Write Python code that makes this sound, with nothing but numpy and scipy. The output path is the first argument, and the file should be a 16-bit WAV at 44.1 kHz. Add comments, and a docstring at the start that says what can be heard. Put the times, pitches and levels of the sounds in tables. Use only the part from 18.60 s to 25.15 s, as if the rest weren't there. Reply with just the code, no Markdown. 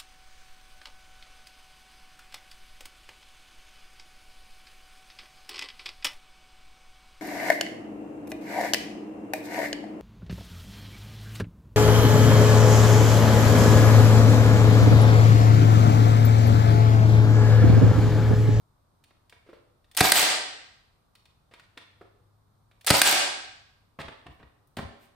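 """A bare, echoing room with a concrete floor, still air and a faint hum; a cordless nailer close to two microphones.
First the plastic shell clicks in the hand, and the nose knocks and scuffs on a wooden frame.
A trigger click, then a shot: the drive kicks in, the driver slams, gears rattle, the mechanism snaps, runs on and
stops with a clack. More clicks and knocks lead to a second shot; then tool and frame bump and slide on the floor.
Each echo is filtered noise; a limiter holds the shots down and lets the echo swell back up."""
import sys
import numpy as np
from scipy import signal
from scipy.fft import rfft, irfft, next_fast_len
from scipy.io import wavfile
from scipy.ndimage import uniform_filter1d, minimum_filter1d

SR = 44100
rng = np.random.default_rng(int(sys.argv[2]) if len(sys.argv) > 2 else 0)


def wrap_up_sound(samples):
    """Save the sound to the file named by the first command line argument, as 16-bit audio."""
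    columns = np.atleast_2d(samples).T
    # keep every value between -1 and 1, then stretch to whole-number steps
    tamed = np.clip(columns, -1, 1)
    steps = np.round(tamed * 32767).astype(np.int16)
    wavfile.write(sys.argv[1], SR, steps)


N = 288855


def amp(db):
    """Turns dB into an amplitude factor."""
    return 10 ** (np.asarray(db) / 20)


def evened(x):
    """Scales to rms 1."""
    return x / np.sqrt(np.mean(x ** 2) + 1e-20)


def read(points, hz):
    """Reads a table on a log-frequency axis."""
    f, value = np.transpose(points)
    return np.interp(np.log(hz + 1), np.log(f + 1), value)


def add(mix, s, sound):
    """Mixes a stereo sound in at time s."""
    part = mix[:, max(round(s * SR), 0):][:, :sound.shape[-1]]
    part += sound[..., :part.shape[1]]


def noise_pair(likeness, size):
    """White noise at two microphones, alike as far as the table says."""
    a, b = rfft(rng.standard_normal((2, size)))
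    same = np.clip(read(likeness, np.fft.rfftfreq(size, 1 / SR)), -1, 1)
    common = a * np.sqrt((1 + same) / 2)
    apart = b * np.sqrt((1 - same) / 2)
    return irfft(np.array([common + apart, common - apart]), size)


def coloured(x, spectrum, tilt_db=0, size=4096):
    """Causal minimum-phase filter with the given spectrum, tilted by so many dB an octave about 1 kHz."""
    hz = abs(np.fft.fftfreq(size, 1 / SR))
    octaves = np.log2(np.maximum(hz, 60) / 1000)
    log_gain = np.log(amp(read(spectrum, hz) + tilt_db * octaves))
    taps = np.fft.ifft(np.exp(np.conj(signal.hilbert(log_gain)))).real
    return signal.oaconvolve(x, taps[None, :size // 2], axes=1)[:, :x.shape[1]]


def ring(modes, size=16384):
    """Dying sines, one a mode."""
    t = np.arange(size) / SR
    return sum(amp(db - 60 * t / t60) * np.sin(2 * np.pi * hz * t) for hz, db, t60 in modes)


# likeness of nearby sounds at the left and right microphone: (f/Hz, 0-1)
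DIRECT_LIKENESS = [(100, 0.96), (600, 1), (2000, 0.79), (5000, 0.7), (12000, .6)]


def hits(rows, spectrum, rise, size=8192):
    """Each hit is a short burst of contact chatter; its level is its energy spread over 10 ms."""
    out, t = np.zeros((2, N)), np.arange(size) / SR
    for s, db, decay, tilt_db in rows:
        chatter = noise_pair(DIRECT_LIKENESS, size) * (1 - np.exp(-t / rise)) * np.exp(-t / decay)
        burst = evened(coloured(chatter, spectrum, tilt_db))
        add(out, s, amp(db) * np.sqrt(SR / 100 / size) * burst)
    return out


# likeness of air and echo at the left and right microphone: (f/Hz, 0-1)
DIFFUSE_LIKENESS = [(100, 0.91), (300, 0.27), (700, 0.17), (1500, .05), (12000, 0.068)]
# colour of the room air: (f/Hz, relative level/dB per Hz); its overall level/dB
AIR_COLOUR = [(12, -44), (20, -9), (116, -9), (198, -17), (434, -23), (1220, -22), (1810, -36), (2260, -38),
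              (2820, -41.5), (3840, -35), (6910, -43.5), (9670, -38.5), (11400, -49), (13900, -38),
              (16000, -66.5)]
AIR_DB = -67
# the hum as it swells: (t/s, level/dB)
HUM_LEVEL = [(0, -79.5), (2.8, -84), (3.2, -71), (3.7, -65.5), (4.2, -72.5), (5.2, -72.5), (6.5, -75)]


def background(hum_hz=102, waver_hz=3):
    """Still room air as coloured noise, and a faint low sine that swells and wavers in pitch."""
    air = amp(AIR_DB) * evened(coloured(noise_pair(DIFFUSE_LIKENESS, N), AIR_COLOUR))
    pitch = hum_hz + waver_hz * evened(uniform_filter1d(rng.standard_normal(N), size=3000))
    level = amp(np.interp(np.arange(N) / SR, *np.transpose(HUM_LEVEL)))
    return air + level * np.sqrt(2) * np.sin(2 * np.pi * np.cumsum(pitch) / SR)


# how long the room rings in each band: (f/Hz, t60/s)
ROOM_DECAY = [(100, 0.1), (260, 0.74), (700, 0.71), (1800, 0.763), (4800, 0.73), (8500, 0.5721),
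              (13000, 0.2965)]
# echo of each band, before the build-up and the far walls: (f/Hz, level/dB)
ROOM_LEVEL = [(60, -14), (180, -9.5), (450, -1.5), (1500, -3), (4800, -2), (9000, -4), (14000, -7)]


def room(x, build=0.0092, wall_s=0.046, wall_width=0.011, wall_db=3, size=65536):
    """A diffuse tail builds up and dies band by band; the far walls' return lifts it for a moment."""
    hz, t, z = signal.stft(noise_pair(DIFFUSE_LIKENESS, size), SR, nperseg=512)
    t60 = read(ROOM_DECAY, hz)[:, None]
    unit_energy = np.sqrt(np.log(1e6) / t60 / SR)  # so that a long decay is not louder
    z = z * amp(read(ROOM_LEVEL, hz)[:, None] - 60 * t / t60) * unit_energy
    tail = signal.istft(z, SR, nperseg=512)[1][:, :size]
    t = np.arange(size) / SR
    wall_return = amp(wall_db * np.exp(-((t - wall_s) / wall_width) ** 2))
    tail = tail * (1 - np.exp(-t / build)) * wall_return
    return signal.oaconvolve(x, tail, axes=1)[:, :N]


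# the frame slides briefly on the concrete: (t/s at the loudest, half width/s, level/dB before the handling level)
SLIDE_TIMES = [(5.735, 0.029, -75), (6.435, 0.033, -63.5)]
# colour of wood on grit: (f/Hz, relative level/dB)
GRIT_COLOUR = [(200, -15.5), (700, -0.5), (2000, 5.5), (6500, -8), (9500, -3), (11400, -15), (13500, 1),
               (16000, -14)]


def slides():
    """Wood rubs over grit: a soft hiss that swells and fades."""
    t = np.arange(N) / SR
    level = sum(amp(db) * np.exp(-((t - s) / width) ** 2) for s, width, db in SLIDE_TIMES)
    return level * evened(coloured(noise_pair(DIRECT_LIKENESS, N), GRIT_COLOUR))


# tool and frame bump on the floor and rock back, levels before the handling level:
# (t/s, level/dB, decay/s, delay of the rock/s, level of the rock/dB)
FLOOR_BUMPS = [(5.3880, -34.5, 0.013, .0475, -41.5), (5.6590, -48.5, 0.02, 0.021, -42.5),
               (5.7920, -51.5, 0.035, 0.04, -49.5), (6.17, -33.5, 0.01, .0565, -37.5),
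               (6.1850, -29.5, 0.011, .060, -37)]
# colour of the concrete floor, before the tilts: (f/Hz, relative level/dB)
SLAB_COLOUR = [(25, -30), (65, 3), (130, 2), (230, -1.5), (450, -8), (900, -11.5), (1600, -17.5),
               (3500, -31.5), (9000, -53.5)]
BUMP_TILT_DB, ROCK_TILT_DB, ROCK_DECAY_S = 1.3, -7, 0.029  # tilts in dB per octave


def floor_bumps():
    """Each thing put down lands on one edge, then rocks back with a duller thud."""
    landings = [(s, db, decay, BUMP_TILT_DB) for s, db, decay, _, _ in FLOOR_BUMPS]
    rocks = [(s + lag, rock_db, ROCK_DECAY_S, ROCK_TILT_DB) for s, _, _, lag, rock_db in FLOOR_BUMPS]
    return hits(landings + rocks, SLAB_COLOUR, rise=0.0013)


# the nose nudges the board and its tip scuffs the wood, levels before the handling level:
# (t/s, knock level/dB, decay/s, note of the board there f/Hz, scuff level/dB)
NOSE_NUDGES = [(0.863, -58.5, 0.02, 426, -62), (0.888, -50.5, 0.016, 348, -60),
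               (0.9296, -48.5, .005, 509, -58), (2.9100, -60, .011, 688, -58),
               (2.9360, -59.5, 0.0045, 534, -59), (3.1710, -50, .006, 580, -56),
               (3.4103, -46.5, .009, 472.7, -62.5)]
# colour of the board's knock, before the tilt: (f/Hz, relative level/dB)
BOARD_COLOUR = [(100, -19), (250, -5), (350, -3.5), (520, 2), (800, -9.5), (1300, -8.5), (3000, -25),
                (8000, -42.5)]
# colour of the plastic tip and shell, before the tilts: (f/Hz, relative level/dB)
PLASTIC_COLOUR = [(100, -20.5), (400, -4), (800, -2.5), (1300, -0.5), (2100, 3.5), (3200, -0.5),
                  (4600, -2.5), (6500, -14.5), (9500, -11.5), (11400, -28), (13500, -19), (16000, -23.5)]
TIP_DECAY_S, TIP_TILT_DB, KNOCK_TILT_DB = 0.021, -2, -1  # tilts in dB per octave
BOARD_RING_DB = 4.5  # the board's note, against the knock


def nose(rise=0.0015):
    """The nose is set on the wood: the board knocks with a short hollow note, and the plastic tip scuffs over it."""
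    knocks = [(s, db, decay, KNOCK_TILT_DB) for s, db, decay, _, _ in NOSE_NUDGES]
    out = hits(knocks, BOARD_COLOUR, rise=0.0013)
    t = np.arange(SR // 10) / SR
    for s, db, decay, hz, _ in NOSE_NUDGES:
        envelope = (1 - np.exp(-t / rise)) * np.exp(-t / decay)
        add(out, s, amp(db + BOARD_RING_DB) * envelope * np.sin(2 * np.pi * hz * t))
    scuffs = [(s, scuff_db, TIP_DECAY_S, TIP_TILT_DB) for s, _, _, _, scuff_db in NOSE_NUDGES]
    return out + hits(scuffs, PLASTIC_COLOUR, rise=0.0067)


# the driver lands: t/s
SHOT_TIMES = [1.4055, 4.3025]
# single clicks of the plastic shell, mostly in the hand; those at 2.937 s and 3.174 s are the tip striking the
# board: (t/s, level/dB before the handling level, tilt/dB per octave)
SHELL_CLICKS = [(.4385, -59, 4.5), (.506, -62, -4.5), (0.6954, -56, 5), (0.7238, -51.5, -3),
                (1.2436, -67.5, 1.5), (2.5520, -56.5, 4), (2.6546, -60, 1.5), (2.9370, -50, -1),
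                (2.9956, -53.5, -0.5), (3.1740, -43, -1), (4.1120, -63, -1), (5.4820, -40.5, -5),
                (5.6650, -46.5, -4), (5.7970, -57.5, -6), (5.8280, -52.5, -7), (6.072, -64.5, 15.5)]
# quick plastic rattles as the nailer, then the frame, meets the floor: (t/s, number of clicks, gap/s, # first
# level/dB before the handling level, step from click to click/dB, tilt/dB per octave)
LANDING_RATTLES = [(5.3970, 4, .0056, -45, 1.13, -2), (6.168, 3, .0125, -40.5, -10.5, 3)]
# short ring of the plastic shell, before its ring level: (f/Hz, level/dB, t60/s)
SHELL_RING = [(1960, -4.5, .03), (3740, 0, 0.021), (4410, -2, 0.019)]
CLICK_DECAY_S = 0.0067
# the click of the trigger: s from each shot, level before the handling level, dB per octave
TRIGGER_S, TRIGGER_DB, TRIGGER_TILT_DB = -.0925, -56, 5


def shell(ring_db=-35):
    """Plastic clicks: single ones in the hand or of the tip on the board, the trigger before each shot, and
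    quick rattles on landing."""
    pulls = [(shot + TRIGGER_S, TRIGGER_DB, TRIGGER_TILT_DB) for shot in SHOT_TIMES]
    rattles = [(s + k * gap, db + k * step_db, tilt_db)
               for s, count, gap, db, step_db, tilt_db in LANDING_RATTLES for k in range(round(count))]
    rows = [(s, db, CLICK_DECAY_S, tilt_db) for s, db, tilt_db in SHELL_CLICKS + pulls + rattles]
    clicks = hits(rows, PLASTIC_COLOUR, rise=.001)
    return clicks + amp(ring_db) * signal.oaconvolve(clicks, ring(SHELL_RING)[None], axes=1)[:, :N]


# the frame jolted against the floor, before the bass cut and jolt level: (f/Hz, level/dB, t60/s)
FRAME_RING = [(68, -20, 0.24), (102, -9.5, .09), (138, -5, 0.056), (192, -8.5, 0.053), (290, -12, 0.11),
              (424, -13, 0.092), (558, -16, 0.044)]


def frame(jolt_db=1, lag=0.0052, low_hz=82):
    """The nail shoves the frame down: a low thud just after the crack, with no deep bass."""
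    bass_cut = signal.butter(2, low_hz, "high", fs=SR, output="sos")
    thud = signal.sosfilt(bass_cut, ring(FRAME_RING))
    out = np.zeros((2, N))
    for s in SHOT_TIMES:
        add(out, s + lag, -amp(jolt_db) * thud)
    return out


# the pawl slips over a few teeth twice in a cycle: (t/s after the driver lands, gap between teeth/s, level/dB)
PAWL_RUNS = [(.0660, .0138, -21.5), (.1730, .0185, -22)]
# colour of a tooth tick: (f/Hz, relative level/dB)
TOOTH_COLOUR = [(200, -33), (1500, -5.5), (5000, -3.5), (10000, -1.5), (11400, -11.5), (13000, 8.5),
                (16000, -4)]


def ratchet(decay=0.00088, count=3):
    """A pawl ticks over evenly spaced teeth while the drive turns."""
    ticks = [(shot + s + k * gap, db, decay, 0)
             for shot in SHOT_TIMES for s, gap, db in PAWL_RUNS for k in range(count)]
    return hits(ticks, TOOTH_COLOUR, rise=.0002)


# surges of the drive, on top of the idle level: (t/s after the driver lands, half width/s, level/dB)
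DRIVE_SURGES = [(-.006, .012, -20), (.046, .024, -15), (.168, .034, -14)]
START_S, STOP_S = -.0355, .215  # the motor runs between these, after the driver lands
SPIN_UP_S, COAST_S, IDLE_DB = 0.0079, 0.017, -28  # IDLE_DB holds between the surges
SPEED_PER_DB, COAST_SAG_PER_S = 0.2, 11  # faster in a surge, slower once the motor is off


def effort(t):
    """Level and relative speed of the drive, t seconds after the driver lands: it fades in, surges and coasts to rest."""
    load = amp(IDLE_DB) + sum(amp(db) * np.exp(-((t - s) / width) ** 2) for s, width, db in DRIVE_SURGES)
    coasting = np.maximum(t - STOP_S, 0)
    level = load * np.clip((t - START_S) / SPIN_UP_S, 0, 1) * np.exp(-coasting / COAST_S)
    surge_speed = 1 + SPEED_PER_DB * (20 * np.log10(load) - IDLE_DB)
    return level, surge_speed * np.exp(-COAST_SAG_PER_S * coasting)


# colour of the grinding teeth: (f/Hz, relative level/dB)
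GEAR_COLOUR = [(200, -14.5), (500, -4), (750, 4), (1050, -2.5), (1700, 1.5), (4000, 1), (6500, -5),
               (10000, -4.5), (11400, -20), (13000, -13), (16000, -19.5)]
# gear tones: (f/Hz at speed 1, level/dB against the grind)
GEAR_WHINE = [(760, -12), (1200, -24.5), (1950, -8.5), (3600, -7)]


def drive(mesh_hz=310, rattle=.6, waver=0.037, grain_db=3):
    """Gear teeth rattle and whine, following the drive's speed, while the motor compresses the air spring."""
    out = np.zeros((2, N))
    t = np.arange(-SR // 20, SR // 4) / SR
    level, speed = effort(t)
    for shot in SHOT_TIMES:
        wobble = evened(uniform_filter1d(rng.standard_normal(len(t)), size=120))
        travel = np.cumsum(speed * (1 + waver * wobble)) / SR
        uneven = amp(grain_db * evened(uniform_filter1d(rng.standard_normal(len(t)), size=70)))
        meshing = uneven * (1 + rattle * np.cos(2 * np.pi * mesh_hz * travel))
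        grind = evened(coloured(noise_pair(DIRECT_LIKENESS, len(t)) * meshing, GEAR_COLOUR))
        whine = 0
        for hz, tone_db in GEAR_WHINE:
            phase = rng.random((2, 1))  # its own at each microphone
            whine = whine + amp(tone_db) * np.sqrt(2) * np.sin(2 * np.pi * (hz * travel + phase))
        add(out, shot + t[0], level * (grind + whine))
    return out


# steel blows of one firing cycle, alike in every shot: (t/s after the driver lands, level/dB, decay/s,
# tilt/dB per octave). In order: the switch closes, the drive engages and takes up its slack, the driver hits
# the nail and bottoms out, the tool recoils, the mechanism snaps over, the drive stops
FIRING_CYCLE = [(-.0575, -49, .0035, 0), (-.0378, -30, .002, 4.5), (-.0335, -22.5, 0.0034, 4.5),
                (0, -2, .005, -0.8), (.0035, -6, 0.0058, -4), (.0375, -16.5, .0045, -3.5),
                (0.1136, -0.5, .003, 0.66), (.222, -17, 0.0032, -1)]
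# colour of those blows, before the tilt: (f/Hz, relative level/dB)
STEEL_COLOUR = [(60, -26), (200, -9.5), (400, -6.5), (750, 3.5), (1050, -3), (1700, 4), (3200, -1),
                (4800, 2), (6500, -8), (9000, 1), (10500, -7.5), (11400, -17.5), (13000, -3), (16000, -18)]
# ring of the nailer's housing and magazine, before its ring level: (f/Hz, level/dB, t60/s)
HOUSING_RING = [(765, 2, 0.23), (997, -4, 0.37), (1210, -7.5, 0.23), (1276, -7, .25), (1347, -6.5, 0.27),
                (1606, -6, 0.31), (1638, -5.5, 0.37), (2052, 1.5, 0.19), (2402, -4, 0.17),
                (2496, -0.5, 0.1), (2840, -3, 0.1), (3940, -2.5, 0.091), (4500, -1.5, 0.33),
                (5030, -1, 0.096)]


def blows(ring_db=-52):
    """Steel strikes steel in the same order in every shot, and the housing rings on."""
    rows = [(shot + s, db, decay, tilt_db) for shot in SHOT_TIMES for s, db, decay, tilt_db in FIRING_CYCLE]
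    strikes = hits(rows, STEEL_COLOUR, rise=.0012)
    return strikes + amp(ring_db) * signal.oaconvolve(strikes, ring(HOUSING_RING)[None], axes=1)[:, :N]


HANDLING_DIRECT_DB, HANDLING_ECHO_DB = -0.5, 0.5  # handling levels: direct, and into the room


def scene():
    """The nailer and the handling, close by, with the room's echo and air."""
    handling = slides() + floor_bumps() + nose() + shell()
    nailer = frame() + ratchet() + drive() + blows()
    echo = room(nailer + amp(HANDLING_ECHO_DB) * handling)
    return background() + echo + amp(HANDLING_DIRECT_DB) * handling + nailer


def limited(x, ceiling_db=-11, recover_db_per_s=65, size=900):
    """A look-ahead limiter: ducks just before each peak and recovers slowly."""
    power_db = 10 * np.log10(abs(uniform_filter1d((x ** 2).mean(0), size=300)) + 1e-12)
    fall = np.arange(N) / SR * recover_db_per_s
    held_peak_db = np.maximum.accumulate(power_db + fall) - fall
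    over_db = np.maximum(held_peak_db - ceiling_db, 0)
    return x * amp(uniform_filter1d(minimum_filter1d(-over_db, size), size))


# unequal microphone ports: (f/Hz, left minus right level/dB)
MICROPHONE_BALANCE = [(30, 1), (80, 3), (160, 1.5), (300, 0), (600, -0.5), (1400, -1.56), (4500, 0.26),
                      (12000, 0)]
EDGE_HZ = 16000  # upper band limit


def record(dry):
    """Two unequal microphone ports, the limiter, overload and the band limit."""
    size = next_fast_len(N)
    half_db = read(MICROPHONE_BALANCE, np.fft.rfftfreq(size, 1 / SR)) / 2
    ports = irfft(rfft(dry, size) * amp([half_db, -half_db]), size)[:, :N]
    held = np.clip(limited(ports), -1, 1)
    band_limit = signal.firwin(255, EDGE_HZ, window=("kaiser", 9), fs=SR)
    return signal.oaconvolve(held, band_limit[None], "same")


dry = scene()
out = record(dry)
wrap_up_sound(out)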